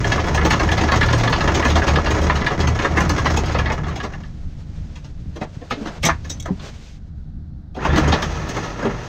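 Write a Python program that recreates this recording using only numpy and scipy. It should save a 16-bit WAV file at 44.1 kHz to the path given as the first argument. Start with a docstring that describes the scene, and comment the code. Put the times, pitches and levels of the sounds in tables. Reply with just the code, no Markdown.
"""Rusty anchor chain clatters and scrapes out of a boat's foredeck well, close below the microphone.
An electric windlass pays it out: links knock off the gypsy as struck modes, many small contacts
make the drag, and filtered noise booms in the hull with the humming motor over an idling engine.
In a pause rope rustles and a steel snap hook is clipped on with a squeak and a rattle of short rings;
then the motor whines up, and the chain runs again briefly and slides on."""
import sys
import numpy as np
from scipy import signal
from scipy.fft import rfft, irfft
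from scipy.io import wavfile
from scipy.ndimage import uniform_filter1d, minimum_filter1d, map_coordinates

SR = 44100
rng = np.random.default_rng(int(sys.argv[2]) if len(sys.argv) > 2 else 0)


def store_wav(level_fs):
    """Save 16-bit WAV to argv[1]."""
    pcm = np.round(np.clip(np.atleast_2d(level_fs), -1, 1) * 32767)
    wavfile.write(sys.argv[1], SR, pcm.T.astype(np.int16))


N = 400413
TIME = np.arange(N) / SR
RING = np.arange(int(.3 * SR)) / SR  # time base of one struck sound

# the moving chain, one table a run: (t/s, relative drag level/dB, relative rusty scrape level/dB)
CHAIN_RUNS = [
    [(0, -20.5, -31), (.28, -24.5, -38.5), (.55, -21, -33.5), (1, -24, -36.5), (1.45, -20, -33.5),
     (2, -23.5, -37), (2.75, -24.5, -39), (3.3, -23, -35), (3.6, -28, -46), (3.85, -31, -48),
     (4.15, -38.5, -51.5), (4.4, -66, -72)],
    [(7.745, -54, -57), (7.78, -38, -53), (7.83, -27, -43), (7.92, -23, -41), (8.05, -20, -36.5),
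     (8.19, -24, -38), (8.3, -27.5, -36), (8.45, -27.5, -38), (8.56, -28, -37), (8.66, -27.5, -37),
     (8.76, -29, -41), (8.87, -26.5, -43.5), (9.08, -32.5, -39.5)],
]
# the louder links strike gypsy, deck and each other:
# (t/s, then relative level/dB of thud, clack, gypsy ring, snap, crack)
LINK_KNOCKS = [(0.044, -33, -33, -22.5, -34, -56), (0.071, -39, -42, -57.0, -40.0, -34),
               (0.119, -24, -24.5, -23, -24.5, -32.5), (0.178, -27, -22, -31, -41, -56),
               (0.2, -26, -38, -55.0, -32.5, -41), (0.266, -26, -34, -56.0, -40, -43),
               (0.345, -22.5, -24, -31, -29.5, -29), (0.375, -27.0, -22, -21, -40, -58),
               (0.413, -23.5, -25, -33, -37.5, -54), (0.45, -16, -24, -40.0, -26.5, -30.5),
               (0.505, -26, -17.5, -27, -22, -27.5), (0.531, -29.5, -24, -30, -27, -44),
               (0.555, -36, -38, -42.0, -41, -47), (0.597, -20.5, -20.5, -40, -28.5, -34),
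               (0.647, -25, -45, -55.0, -47, -54), (0.689, -34.0, -25, -23, -38, -53),
               (0.717, -24.5, -26.5, -22.5, -26.5, -33), (0.777, -21, -23.5, -42, -28, -35.5),
               (0.811, -19.5, -26, -47, -28.5, -34), (0.836, -18.5, -26, -32, -34, -39),
               (0.887, -30, -22, -24, -34, -52), (0.919, -18, -14.5, -23, -23, -32.5),
               (0.959, -24, -27, -38, -31, -31.5), (1.011, -26, -21.5, -19, -27, -44),
               (1.03, -27, -22, -22, -29, -40), (1.061, -30, -32, -48.0, -40, -38),
               (1.086, -33, -24, -29, -30.5, -57), (1.13, -21.5, -20, -30, -26.5, -32),
               (1.181, -31, -39, -56.0, -38, -36), (1.199, -40, -33, -56.0, -32, -39),
               (1.236, -21.5, -26, -28, -31, -36), (1.274, -30.5, -23.5, -26, -28, -55),
               (1.298, -24, -31, -48, -46, -40), (1.327, -27, -19.5, -24, -23.5, -41),
               (1.362, -39, -41, -44.0, -31, -46.5), (1.407, -31, -23, -27, -28, -39),
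               (1.476, -21.5, -19.5, -27.5, -31, -42), (1.518, -33.0, -35, -49.0, -41, -43),
               (1.547, -29, -32, -45.0, -25.5, -28), (1.625, -32, -22, -26.0, -35, -57),
               (1.65, -17.5, -19.5, -20, -29, -30), (1.682, -23, -37, -45.0, -30, -37),
               (1.702, -29, -39, -52.0, -27.5, -34), (1.756, -18.5, -19.5, -36, -25.5, -31.5),
               (1.819, -27, -25, -21.5, -42, -58), (1.869, -24, -27, -40, -30, -34.5),
               (1.881, -21, -21, -27, -26, -33), (1.958, -26, -25, -20.5, -27.5, -49),
               (2.059, -29, -22.0, -25.5, -29.5, -60), (2.107, -23.5, -24, -46, -29.5, -32.5),
               (2.161, -25, -28.5, -44.0, -50, -43), (2.216, -20, -36, -46, -36, -37.5),
               (2.239, -24.5, -35, -44.0, -40, -38), (2.27, -32, -42, -57.0, -42, -47),
               (2.297, -23.5, -17, -37, -30, -53), (2.355, -42, -25, -38, -31, -37),
               (2.412, -23, -25.5, -44.0, -34.5, -50), (2.464, -35, -20, -20.5, -27, -43),
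               (2.505, -21.5, -25, -42.0, -39, -49), (2.603, -30, -30, -42, -29.5, -34),
               (2.631, -36, -29, -41, -46, -55.0), (2.673, -21, -23.5, -46, -30.5, -31.5),
               (2.749, -35, -38, -47, -42, -42), (2.789, -35, -24.5, -25, -34, -44),
               (2.821, -28, -40, -49.0, -31.5, -38.5), (2.845, -20, -17.5, -37, -31.5, -40),
               (2.949, -30, -31, -49.0, -50.0, -53.0), (2.971, -17, -15.5, -40, -30.5, -34.5),
               (3.005, -24, -23, -26, -31, -31.5), (3.054, -43, -32, -42, -52, -58),
               (3.095, -27, -23.5, -35.0, -29.5, -29), (3.181, -27, -25.5, -41.0, -32.0, -36),
               (3.257, -21, -19.5, -35.0, -26, -34), (3.314, -47, -41, -49, -52, -37.5),
               (3.371, -22.5, -24, -41, -28, -28), (3.438, -42, -37, -47, -38, -50),
               (3.459, -39, -32, -56.0, -38.0, -39), (3.481, -40, -45, -55.0, -38, -49),
               (3.52, -34, -38, -49.0, -39, -39), (3.546, -21.5, -23.5, -45, -30.5, -55),
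               (3.587, -27, -22.5, -41, -27.5, -38), (3.659, -31, -25, -31, -33.5, -50),
               (3.701, -23, -21.5, -39.0, -37.5, -48), (3.72, -25, -35, -47.0, -37, -37),
               (3.787, -34, -39, -55, -56.0, -65), (3.841, -41, -35, -52.0, -45, -58),
               (3.881, -30, -32, -41, -42.0, -47), (3.911, -36, -36, -50, -45, -59),
               (3.959, -32, -37, -54.0, -37, -41), (4.001, -41, -32, -31, -38, -50.0),
               (4.035, -24, -29, -45.0, -38, -41.5), (4.135, -48, -36.5, -40, -47, -56),
               (4.235, -53, -47, -45, -53, -68), (4.958, -59, -47.5, -64.0, -46, -51),
               (5.045, -49, -56, -72.0, -51, -53.0), (5.36, -32, -43, -59.0, -46, -51.0),
               (5.414, -23.5, -30.5, -42, -40, -58), (5.613, -32.5, -47, -61.0, -59, -69),
               (5.708, -27.5, -29, -46, -29.5, -43.5), (5.721, -25, -36, -51, -37, -56),
               (5.857, -27, -34.5, -55, -42, -47.5), (5.872, -33, -36, -57, -41, -46.5),
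               (6.032, -28, -27.5, -45, -26, -28.5), (6.056, -21.5, -21, -34, -22.5, -24),
               (6.088, -24.5, -18, -25, -33, -54), (6.246, -42, -44, -43, -47, -46.5),
               (6.299, -36, -45, -57, -48, -35), (6.456, -39, -33, -44, -47, -61),
               (6.479, -28.5, -53, -57.0, -67, -67.0), (6.596, -45, -45.5, -67, -44.5, -61),
               (7.749, -38, -57, -66, -49, -60), (7.764, -27, -48, -59.0, -49, -57),
               (7.85, -20, -23, -44, -29, -41), (7.931, -18.5, -35, -45, -37, -51),
               (7.96, -20, -22, -36, -29.5, -36), (7.979, -23, -23, -42, -29, -34),
               (8.079, -19, -30, -42, -33, -34), (8.124, -17, -21.5, -32, -22, -36),
               (8.135, -23, -37, -39, -33, -50), (8.223, -26, -24, -41, -28, -33),
               (8.491, -30, -40, -53.0, -39, -35.5), (8.566, -23.5, -26.5, -46, -38, -40.0),
               (8.826, -23, -30, -44.0, -48, -45), (8.851, -21.5, -27.5, -39, -36, -49)]
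# the bands of a knock's thud, clack, snap and crack, from edges f/Hz
KNOCK_FILTERS = [signal.butter(3, edges, "band", fs=SR, output="sos")
                 for edges in [(130, 800), (800, 2350), (2350, 4800), (4800, 16000)]]


def amp(db):
    """Amplitude factor of a level in dB."""
    return 10 ** (np.asarray(db) / 20)


def unit(x):
    """Scales x to unit RMS."""
    return x / np.sqrt(np.mean(x ** 2) + 1e-20)


def add(mix, s, sound):
    """Lays a sound into the mix from s seconds on."""
    part = mix[max(round(s * SR), 0):][:len(sound)]
    part += sound[:len(part)]


def delayed(x, s):
    """The same sound, s seconds later."""
    return np.pad(x, (max(int(s * SR), 0), 0))[:len(x)]


def level(rows, column=1):
    """Gain that follows a dB column, practically silent outside its rows."""
    rows = np.array(rows)
    return amp(np.interp(TIME, rows[:, 0], rows[:, column], left=-120, right=-120))


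def envelope(start, length, rise_s, fall_s):
    """Attack, hold and release, curved over at the top."""
    hold_from = start + min(rise_s, length / 2)
    hold_to = start + max(length - fall_s, length / 2)
    edge = np.interp(TIME, [start, hold_from, hold_to, start + length], [0, 1, 1, 0])
    return edge * (2 - edge)


def colour(x, spectrum):
    """Filters x by a spectrum in minimum phase, without smearing attacks backwards."""
    hz, db = np.transpose(spectrum)
    f = abs(np.fft.fftfreq(4096, 1 / SR))
    log_gain = np.log(amp(np.interp(np.log(f + 1), np.log(hz), db)))
    taps = np.fft.ifft(np.exp(np.conj(signal.hilbert(log_gain)))).real
    return signal.oaconvolve(x, taps)[:len(x)]


def band(x, lo_hz, hi_hz, order=3):
    """Keeps the band between two frequencies."""
    return signal.sosfilt(signal.butter(order, [lo_hz, hi_hz], "band", fs=SR, output="sos"), x)


def wander(rate):
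    """Smooth chance of unit size with rate random knots a second, held in steps of 64 samples."""
    knots = rng.standard_normal(2000)
    curve = map_coordinates(knots, [TIME[::64] * rate], order=3, mode="wrap")
    return unit(curve).repeat(64)[:N]


def ring(modes, scatter, uneven_db):
    """Dying modes; each blow excites them differently and detunes them a little."""
    hz, db, t60 = np.transpose(modes)[:, :, None]
    detune, strength, phase = rng.standard_normal((3, len(modes), 1))
    waves = np.sin(2 * np.pi * (hz * (1 + scatter * detune) * RING + phase))
    decay = np.exp(-np.log(1000) * RING / t60)
    return (amp(db + uneven_db * strength) * decay * waves).sum(0)


def contacts(count, per_s, spread_db):
    """Random metal contacts of very unequal size and either sign."""
    chance = rng.random(count)
    size = rng.exponential(1, count)
    sign = rng.choice([-1, 1], count)
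    return (chance < per_s / SR) * sign * amp(spread_db * np.minimum(size, 4))


def landing(lead_s, fall_s, per_s):
    """Contacts swell as metal slides home (at lead_s), then die away."""
    since = RING - lead_s
    shape = np.exp(np.where(since < 0, 4 * since / lead_s, -since / fall_s))
    return contacts(len(RING), per_s, spread_db=2.0) * shape


def response(modes_db=-4, t60=0.13, early_db=-3, early_t60=0.016, scatter=0.0047):
    """One contact heard in the well: dense close reflections and the ring of windlass and deck."""
    # spectrum of the well's reflections: (f/Hz, relative level/dB per Hz)
    well_spectrum = [(120, -5.5), (200, 1), (400, 0.5), (1350, -4), (1520, -9), (1700, -4.5), (2100, -8.5),
                     (2350, -12.5), (4600, -17.5), (6650, -15.5), (7200, -28.5), (8300, -33), (9400, -45),
                     (11200, -101), (12500, -43), (16000, -44.5)]
    # windlass and deck ring: (f/Hz, relative level/dB, t60/s)
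    body_modes = [(308, -4, .16), (398, -4, .13), (582, -5, .11), (709, -5, .12), (889, -3, .13),
                  (1005, -6, .1), (1095, -2, .1), (1230, -4, .1), (1385, -6, .09), (1660, -8, .1),
                  (1711, -5, .11), (1804, -7, .08), (1890, -6, .07), (2019, -5, .09), (2120, -7, .08),
                  (2605, -12, .07), (2830, -10, .07), (3330, -10, .07), (5220, -13, .09)]
    early = amp(early_db) * np.exp(-np.log(1000) * RING / early_t60)
    decay = early + np.exp(-np.log(1000) * RING / t60)
    echoes = colour(rng.standard_normal(len(RING)) * decay, well_spectrum)
    return unit(echoes) + amp(modes_db) * unit(ring(body_modes, scatter, uneven_db=5.5))


def clink(tone, rattle_s, tick, tick_s):
    """A small steel part rattles: each contact ticks and rings thinly; unit level over the first 25 ms."""
    click = band(rng.standard_normal(len(RING)), 2900, 7500, order=3) * np.exp(-RING / tick_s)
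    blow = landing(.004, rattle_s, per_s=4000)
    sound = signal.fftconvolve(blow, tone + tick * click)[:len(RING)]
    return sound / (sound[:int(.025 * SR)].std() + 1e-9)


def travel():
    """Gain that follows the dragging chain through both runs."""
    return sum(level(run) for run in CHAIN_RUNS)


def motor_load(rise_s=0.061, fall_s=0.068):
    """The chain loads the motor in surges, each with a rounded envelope."""
    # (start t/s, length/s, relative level/dB)
    surges = [(0.04, 0.25, -25.5), (0.29, 0.28, -20), (0.592, 0.19, -20), (0.776, 0.43, -21.5),
              (1.253, 0.15, -29), (1.403, 0.24, -21.5), (1.64, 0.21, -18), (1.855, 0.19, -17.5),
              (2.03, 0.16, -21), (2.179, 0.25, -20), (2.573, 0.22, -17.5), (2.887, 0.3, -20),
              (3.197, 0.33, -20.5), (3.502, 0.25, -22.5), (3.722, 0.25, -26), (7.852, 0.16, -19.5),
              (7.998, 0.17, -17.5), (8.19, 0.32, -32.5)]
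    return sum(amp(db) * envelope(start, length, rise_s, fall_s) for start, length, db in surges)


def dragging(drag_db=-2, scrape_db=-2):
    """Many small contacts at several places as the chain slides; rust adds a bright scrape."""
    # each run's motion, jolting first and then sliding smoothly:
    # (contacts per s at one place, their spread/dB, relative deck ring level/dB, unevenness/dB)
    motion = [(149.1, 4.5, -9, 0.75), (802, 2.5, -14, 1.5)]
    out = np.zeros(N)
    for run, (per_s, spread_db, modes_db, uneven_db) in zip(CHAIN_RUNS, motion):
        places = (signal.oaconvolve(contacts(N, per_s, spread_db), response(modes_db))[:N] for _ in range(4))
        rattle = sum(places)
        body = unit(band(rattle, 200, 2700))
        scrape = unit(band(rattle, 2600, 19000))
        slide = amp(drag_db) * level(run, column=1) * body
        slide += amp(scrape_db) * level(run, column=2) * scrape
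        out += slide * amp(uneven_db * wander(rate=45))
    return out


def idling(rumble_db=-33, lumps_db=3):
    """The engine's unsteady orders in a lumpy low rumble, swelling and sinking together."""
    # engine orders: (f/Hz, relative level/dB)
    engine_orders = [(24.7, -41.5), (49.4, -39.5), (74.1, -37), (98.8, -43), (148.2, -42.5), (172.9, -46),
                     (222.3, -49.5), (296.4, -53)]
    # rumble spectrum: (f/Hz, relative level/dB per Hz)
    rumble_spectrum = [(8, -20.5), (25, 7.5), (38, -2.5), (75, 1.5), (120, -3.5), (155, -3), (200, -10),
                       (300, -19.5), (420, -32), (1000, -77.5)]
    # swell of the whole engine: (t/s, gain/dB)
    engine_swell = [(0, 1.5), (4.7, 2), (5.5, -1.5), (5.75, -5), (6.3, 3.5), (6.85, -3.5), (7.6, -1),
                    (8.3, -6), (9.08, -15)]
    orders = sum(amp(db) * np.sin(2 * np.pi * hz * TIME + 1.55 * wander(rate=7))
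                 for hz, db in engine_orders)
    noise = colour(rng.standard_normal(N), rumble_spectrum)
    rumble = unit(noise * amp(lumps_db * wander(rate=25)))
    return (orders + amp(rumble_db) * rumble) * level(engine_swell)


def breeze():
    """A soft, steady wash of air and water around the boat: coloured noise under everything."""
    # (f/Hz, relative level/dB per Hz)
    air_spectrum = [(250, -4), (450, -7), (740, -5), (1010, -15), (1520, -12), (2620, -31.5), (3950, -20.5),
                    (6240, -32.5), (9290, -50.5), (12000, -49.5), (15600, -72)]
    return amp(-59.5) * unit(colour(rng.standard_normal(N), air_spectrum))


def hull(load, boom_db=-2, surge_db=-5):
    """Running chain and motor load shake the hull's low resonances; single bumps ring one panel."""
    # low resonances: (f/Hz, width/Hz, relative level/dB)
    hull_modes = [(48, 5.3, 1.5), (75.8, 11, -4.5), (114.9, 9.1, 0), (148.9, 9.9, -1), (175.9, 11.2, -3),
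                  (209.7, 23, -9.5)]
    # hollow bumps on hull panels: (t/s, f/Hz, relative level/dB, t60/s)
    panel_bumps = [(2.099, 311.5, -16, 0.21), (3.1, 293, -14, 0.22), (5.259, 95, -11.5, 0.1),
                   (5.566, 125, -11, 0.045), (5.77, 284.5, -23, 0.26), (5.81, 218, -17, 0.14),
                   (6.04, 160, -12, 0.25), (6.107, 74.8, -16.5, 0.34), (6.502, 188, -6.5, 0.11),
                   (6.617, 141.7, -26.5, 0.2), (7.976, 313.5, -7.5, 0.19), (8.852, 393, -14, 0.18),
                   (8.845, 222, -15, 0.25)]
    # a panel's modes: (multiple of its pitch, relative level/dB)
    panel_modes = [(1, -3.5), (.72, -16), (1.45, -13.5), (2.1, -16.5)]
    shake = rfft(rng.standard_normal(N))
    f = np.fft.rfftfreq(N, 1 / SR)
    modes = sum(amp(db) / (1 + 1j * (f - hz) / width) ** 2 for hz, width, db in hull_modes)
    drive = np.hypot(amp(boom_db) * travel(), amp(surge_db) * load)
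    out = unit(irfft(shake * modes, N)) * drive
    for s, hz, db, t60 in panel_bumps:
        swell = (1 - np.exp(-RING / 0.0048)) * np.exp(-np.log(1000) * RING / t60)
        panel = sum(amp(mode_db) * np.sin(2 * np.pi * (hz * k * RING + rng.random()))
                    for k, mode_db in panel_modes)
        add(out, s, amp(db) * np.sqrt(2) * swell * panel)
    return out


def knock(paths, thud, clack, gypsy, snap, crack, lead_s,
          thud_db=-1.5, clack_db=0.0, gypsy_db=-0.5, snap_db=0.0, crack_db=-1.0,
          chatter=0.41, chatter_s=0.011, build_s=0.0012, lag_s=0.001985, clang=0.92, clang_s=0.0054):
    """A link slides home, cracks and chatters; the low bands lag, the gypsy's ring builds up quickly."""
    # the gypsy rings when a link seats in it: (f/Hz, relative level/dB, t60/s)
    gypsy_modes = [(1703, -1, 0.13), (1642, -7.5, .06), (1803, -6.5, 0.089), (2018, -8.5, 0.055),
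                   (2785, -9, 0.032)]
    attack = slice(int(lead_s * SR), int((lead_s + .02) * SR))
    blow = chatter * landing(lead_s, chatter_s, per_s=2200)
    blow[attack.start] = 1
    sounds = signal.fftconvolve(blow[None], paths, axes=1)[:, :len(RING)]
    burst = clang * band(rng.standard_normal(len(RING)), 1500, 3300, order=2) * np.exp(-RING / clang_s)
    tone = ring(gypsy_modes, scatter=0.012, uneven_db=2.5) + 2 * burst
    tone *= 1 - np.exp(-RING / build_s)
    parts = [signal.sosfilt(sos, sound) for sos, sound in zip(KNOCK_FILTERS, sounds)]
    parts.append(delayed(tone, lead_s))
    # order of parts: thud, clack, snap, crack, gypsy; each is levelled over its first 20 ms
    levels = thud + thud_db, clack + clack_db, snap + snap_db, crack + crack_db, gypsy + gypsy_db
    lags = lag_s, lag_s, 0, 0, 0
    return sum(amp(db) * delayed(part, lag) / part[attack].std()
               for part, db, lag in zip(parts, levels, lags))


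def knocks(lead_s=.013):
    """The links land on spots that each ring a little differently; each band draws its own spot."""
    out = np.zeros(N)
    spots = np.array([response(modes_db=-7, scatter=.018) for _ in range(40)])
    for s, *levels in LINK_KNOCKS:
        paths = spots[rng.integers(len(spots), size=len(KNOCK_FILTERS))]
        add(out, s - lead_s, knock(paths, *levels, lead_s))
    return out


def motor(load, hum_hz=75.9, waver=0.0298, hum_db=3.0, second_db=-14, fourth_db=-20):
    """The windlass hum wavers and swells as the chain loads it; one groan creeps up in pitch."""
    turn = 2 * np.pi * np.cumsum(hum_hz * (1 + waver * wander(rate=17))) / SR
    hum = np.sin(turn) + amp(second_db) * np.sin(2 * turn) + amp(fourth_db) * np.sin(4 * turn)
    # the groan, under a heavier pull
    groan_at_s, groan_length_s, groan_hz, groan_hz_per_s = 0.94, 0.438, 112.6, 11.98
    pitch = groan_hz + groan_hz_per_s * (TIME - groan_at_s)
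    groan = np.sqrt(2) * np.sin(2 * np.pi * np.cumsum(pitch) / SR)
    pull = amp(-20.5) * envelope(groan_at_s, groan_length_s, rise_s=0.037, fall_s=0.055)
    return amp(hum_db) * hum * load + groan * pull


def links(link_db=-13, rattle_s=0.0096, free_s=.003):
    """After each knock the link rings as it comes free; a sharper crack rings it more."""
    # a chain link rings: (f/Hz, relative level/dB, t60/s)
    link_modes = [(5400, -11.5, 0.015), (6380, 4.5, 0.062), (6300, -11, 0.08), (6650, 0, 0.032),
                  (8180, -19, 0.17), (15200, -24.5, .06), (15450, -24.5, 0.07)]
    out = np.zeros(N)
    for s, *_, crack in LINK_KNOCKS:
        tone = ring(link_modes, scatter=0.0083, uneven_db=6.5)
        sound = clink(tone, rattle_s, tick=0.73, tick_s=.009)
        add(out, s + free_s - .004, amp(crack + link_db) * sound)
    return out


def clonks(clonk_db=0, bounce=.3, bounce_s=.008, lead_s=.005):
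    """A link grazes the boards, lands hard and bounces quickly, ringing the spot where it falls."""
    # hard drops, each spot with its own pitch: (t/s, f/Hz, level/dB)
    board_drops = [(.466, 990, -24), (.536, 1100, -24), (.837, 1050, -23.5), (.92, 626, -23),
                   (1.033, 1150, -25), (1.143, 550, -27), (1.36, 900, -27), (1.882, 950, -23),
                   (1.974, 640, -20.5), (1.987, 1094, -21.5), (2.074, 600, -27), (2.299, 1056, -20.5),
                   (2.847, 990, -26), (3.108, 620, -27), (3.195, 1070, -29), (3.26, 947, -17.5),
                   (5.414, 600, -30), (5.709, 1310, -25.5), (6.088, 680, -19), (6.093, 1200, -17.5),
                   (6.458, 650, -34), (7.852, 880, -20), (7.984, 1320, -26), (8.128, 856, -21.5)]
    # the boards' modes: (multiple of the spot's pitch, relative level/dB, t60/s)
    board_modes = [(.68, -6.5, 0.033), (.85, -6, .025), (1, 3, 0.026), (1.25, -3.5, .022),
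                   (1.55, -10, .018)]
    out = np.zeros(N)
    for s, hz, db in board_drops:
        blow = bounce * landing(lead_s, bounce_s, per_s=1100)
        blow[int(lead_s * SR)] = 1
        modes = [(hz * k, mode_db, t60) for k, mode_db, t60 in board_modes]
        tone = ring(modes, scatter=.03, uneven_db=2)
        sound = band(signal.fftconvolve(blow, tone)[:len(RING)], 250, 3500, order=2)
        attack_level = sound[:int((lead_s + .018) * SR)].std()
        add(out, s - lead_s, amp(db + clonk_db) * sound / attack_level)
    return out


def rustle(rub_db=5.0, hiss_db=0.0, hush_low_db=-1, hush_high_db=-5.0, rise_s=0.17, fall_s=0.17):
    """Soft uneven rubbing and hiss while rope and hook are handled, over a faint hiss in the pause."""
    # spectrum of the rustle: (f/Hz, relative level/dB per Hz)
    rustle_spectrum = [(100, -4.5), (400, 0), (600, -0.5), (1000, -7.5), (2200, -7.5), (3700, -8),
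                       (6500, -11), (7300, -16.5), (9000, -26), (10500, -48.5), (12500, -31),
                       (16000, -53.5)]
    # faint hiss in the pause: (t/s, relative level/dB)
    hush_rows = [(4.1, -62), (4.3, -54.5), (4.95, -52.5), (5.18, -57), (5.6, -50.5), (6.75, -49.5),
                 (6.9, -58), (7.0, -62.5), (7.2, -68.5), (7.8, -80.5)]
    # strokes: (start t/s, length/s, relative soft rub level/dB, relative hiss level/dB)
    rub_strokes = [(6.6, 0.12, -45, -43), (5.724, 0.3, -42, -47), (5.4, 0.06, -44, -46.5),
                   (5.8, 0.15, -44, -49), (6.53, 0.48, -61.5, -51.5)]
    low, high = (colour(noise, rustle_spectrum) for noise in rng.standard_normal((2, N)))
    rub = unit(band(low, 250, 1800, order=2))
    hiss = unit(band(high, 1600, 18000, order=2))
    soft = amp(hush_low_db) * level(hush_rows)
    bright = amp(hush_high_db) * level(hush_rows)
    for start, length, soft_db, bright_db in rub_strokes:
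        stroke = envelope(start, length, rise_s, fall_s)
        soft = np.maximum(soft, amp(soft_db + rub_db) * stroke)
        bright = np.maximum(bright, amp(bright_db + hiss_db) * stroke)
    return (soft * rub + bright * hiss) * amp(1.6 * wander(rate=40))  # unevenness in dB


def hook(hook_db=0, tick=0.47):
    """The snap hook's gate clicks and its frame rattles on the chain."""
    # clicks and rattles on a link: (t/s, level/dB, rattle length/s)
    hook_snaps = [(6.038, -33, 0.013), (6.052, -22, 0.0048), (6.063, -22, 0.0094), (6.297, -30, 0.014),
                  (6.4, -37, 0.0054), (6.425, -43, 0.0035), (6.457, -46.5, 0.005), (7.977, -33.5, 0.011)]
    # the hook rings: (f/Hz, relative level/dB, t60/s)
    hook_modes = [(2200, -15, .03), (3350, -10, .035), (3760, -9, .065), (5416, -12, .07), (5600, -8, .045),
                  (5800, -8, .035), (6110, -6, .1), (6250, -8, .04), (6710, -11, .06), (7305, -16, .04),
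                  (7730, -16, .04), (8400, -19, .035), (12700, -25, .05), (13300, -26, .04),
                  (15300, -27, .04)]
    out = np.zeros(N)
    for s, db, rattle_s in hook_snaps:
        tone = ring(hook_modes, scatter=.003, uneven_db=3)
        add(out, s - .004, amp(db + hook_db) * clink(tone, rattle_s, tick, tick_s=0.0081))
    return out


def squeak(at_s=6.037, length_s=0.024, hz=2210, squeak_db=-21.5, rasp=.7):
    """The hook's gate is forced over the link: steel sticks and slips in a brief, rasping tone."""
    tone = np.sin(2 * np.pi * hz * TIME + rasp * wander(rate=220))
    return amp(squeak_db) * unit(tone) * envelope(at_s, length_s, rise_s=.005, fall_s=.008)


def spin_up(start_s=7.757, length_s=0.23, whine_db=-32.5, mesh_hz=1950, settle_s=.069, flutter_db=3.5):
    """The motor gathers speed, then levels off; each gear line flutters and is blurred by the teeth."""
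    # gear whine: (multiple of the mesh pitch, relative level/dB)
    gear_lines = [(.36, -3), (.72, -5), (1, -1), (2, -6.5)]
    speed = 1 - np.exp(-np.maximum(TIME - start_s, 0) / settle_s)
    turn = 2 * np.pi * np.cumsum(mesh_hz * speed) / SR
    blur = .95  # radians
    whine = sum(amp(db + flutter_db * wander(rate=110)) * np.sin(k * turn + blur * wander(rate=420))
                for k, db in gear_lines)
    shape = envelope(start_s, length_s, rise_s=0.025, fall_s=0.043)
    return band(whine, 180, 4400) * amp(whine_db) * shape


def scene():
    """Chain, machinery and the hands at work, heard from just above the well."""
    load = motor_load()
    chain = knocks() + clonks() + dragging() + links()
    boat = hull(load) + motor(load) + spin_up() + idling()
    return (chain + boat + hook() + squeak() + rustle() + breeze())[None]


def record(dry, ceiling=0.62, edge_hz=15850):
    """At the microphone a fast limiter holds down the loudest peaks; then the treble is cut off."""
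    room = np.minimum(1, ceiling / (abs(dry) + 1e-9))
    gain = uniform_filter1d(minimum_filter1d(room, size=180), size=180)
    low_pass = signal.firwin(511, edge_hz, window=("kaiser", 9), fs=SR)
    return signal.oaconvolve(dry * gain, low_pass[None], "same")


dry = scene()
out = record(dry)
store_wav(out)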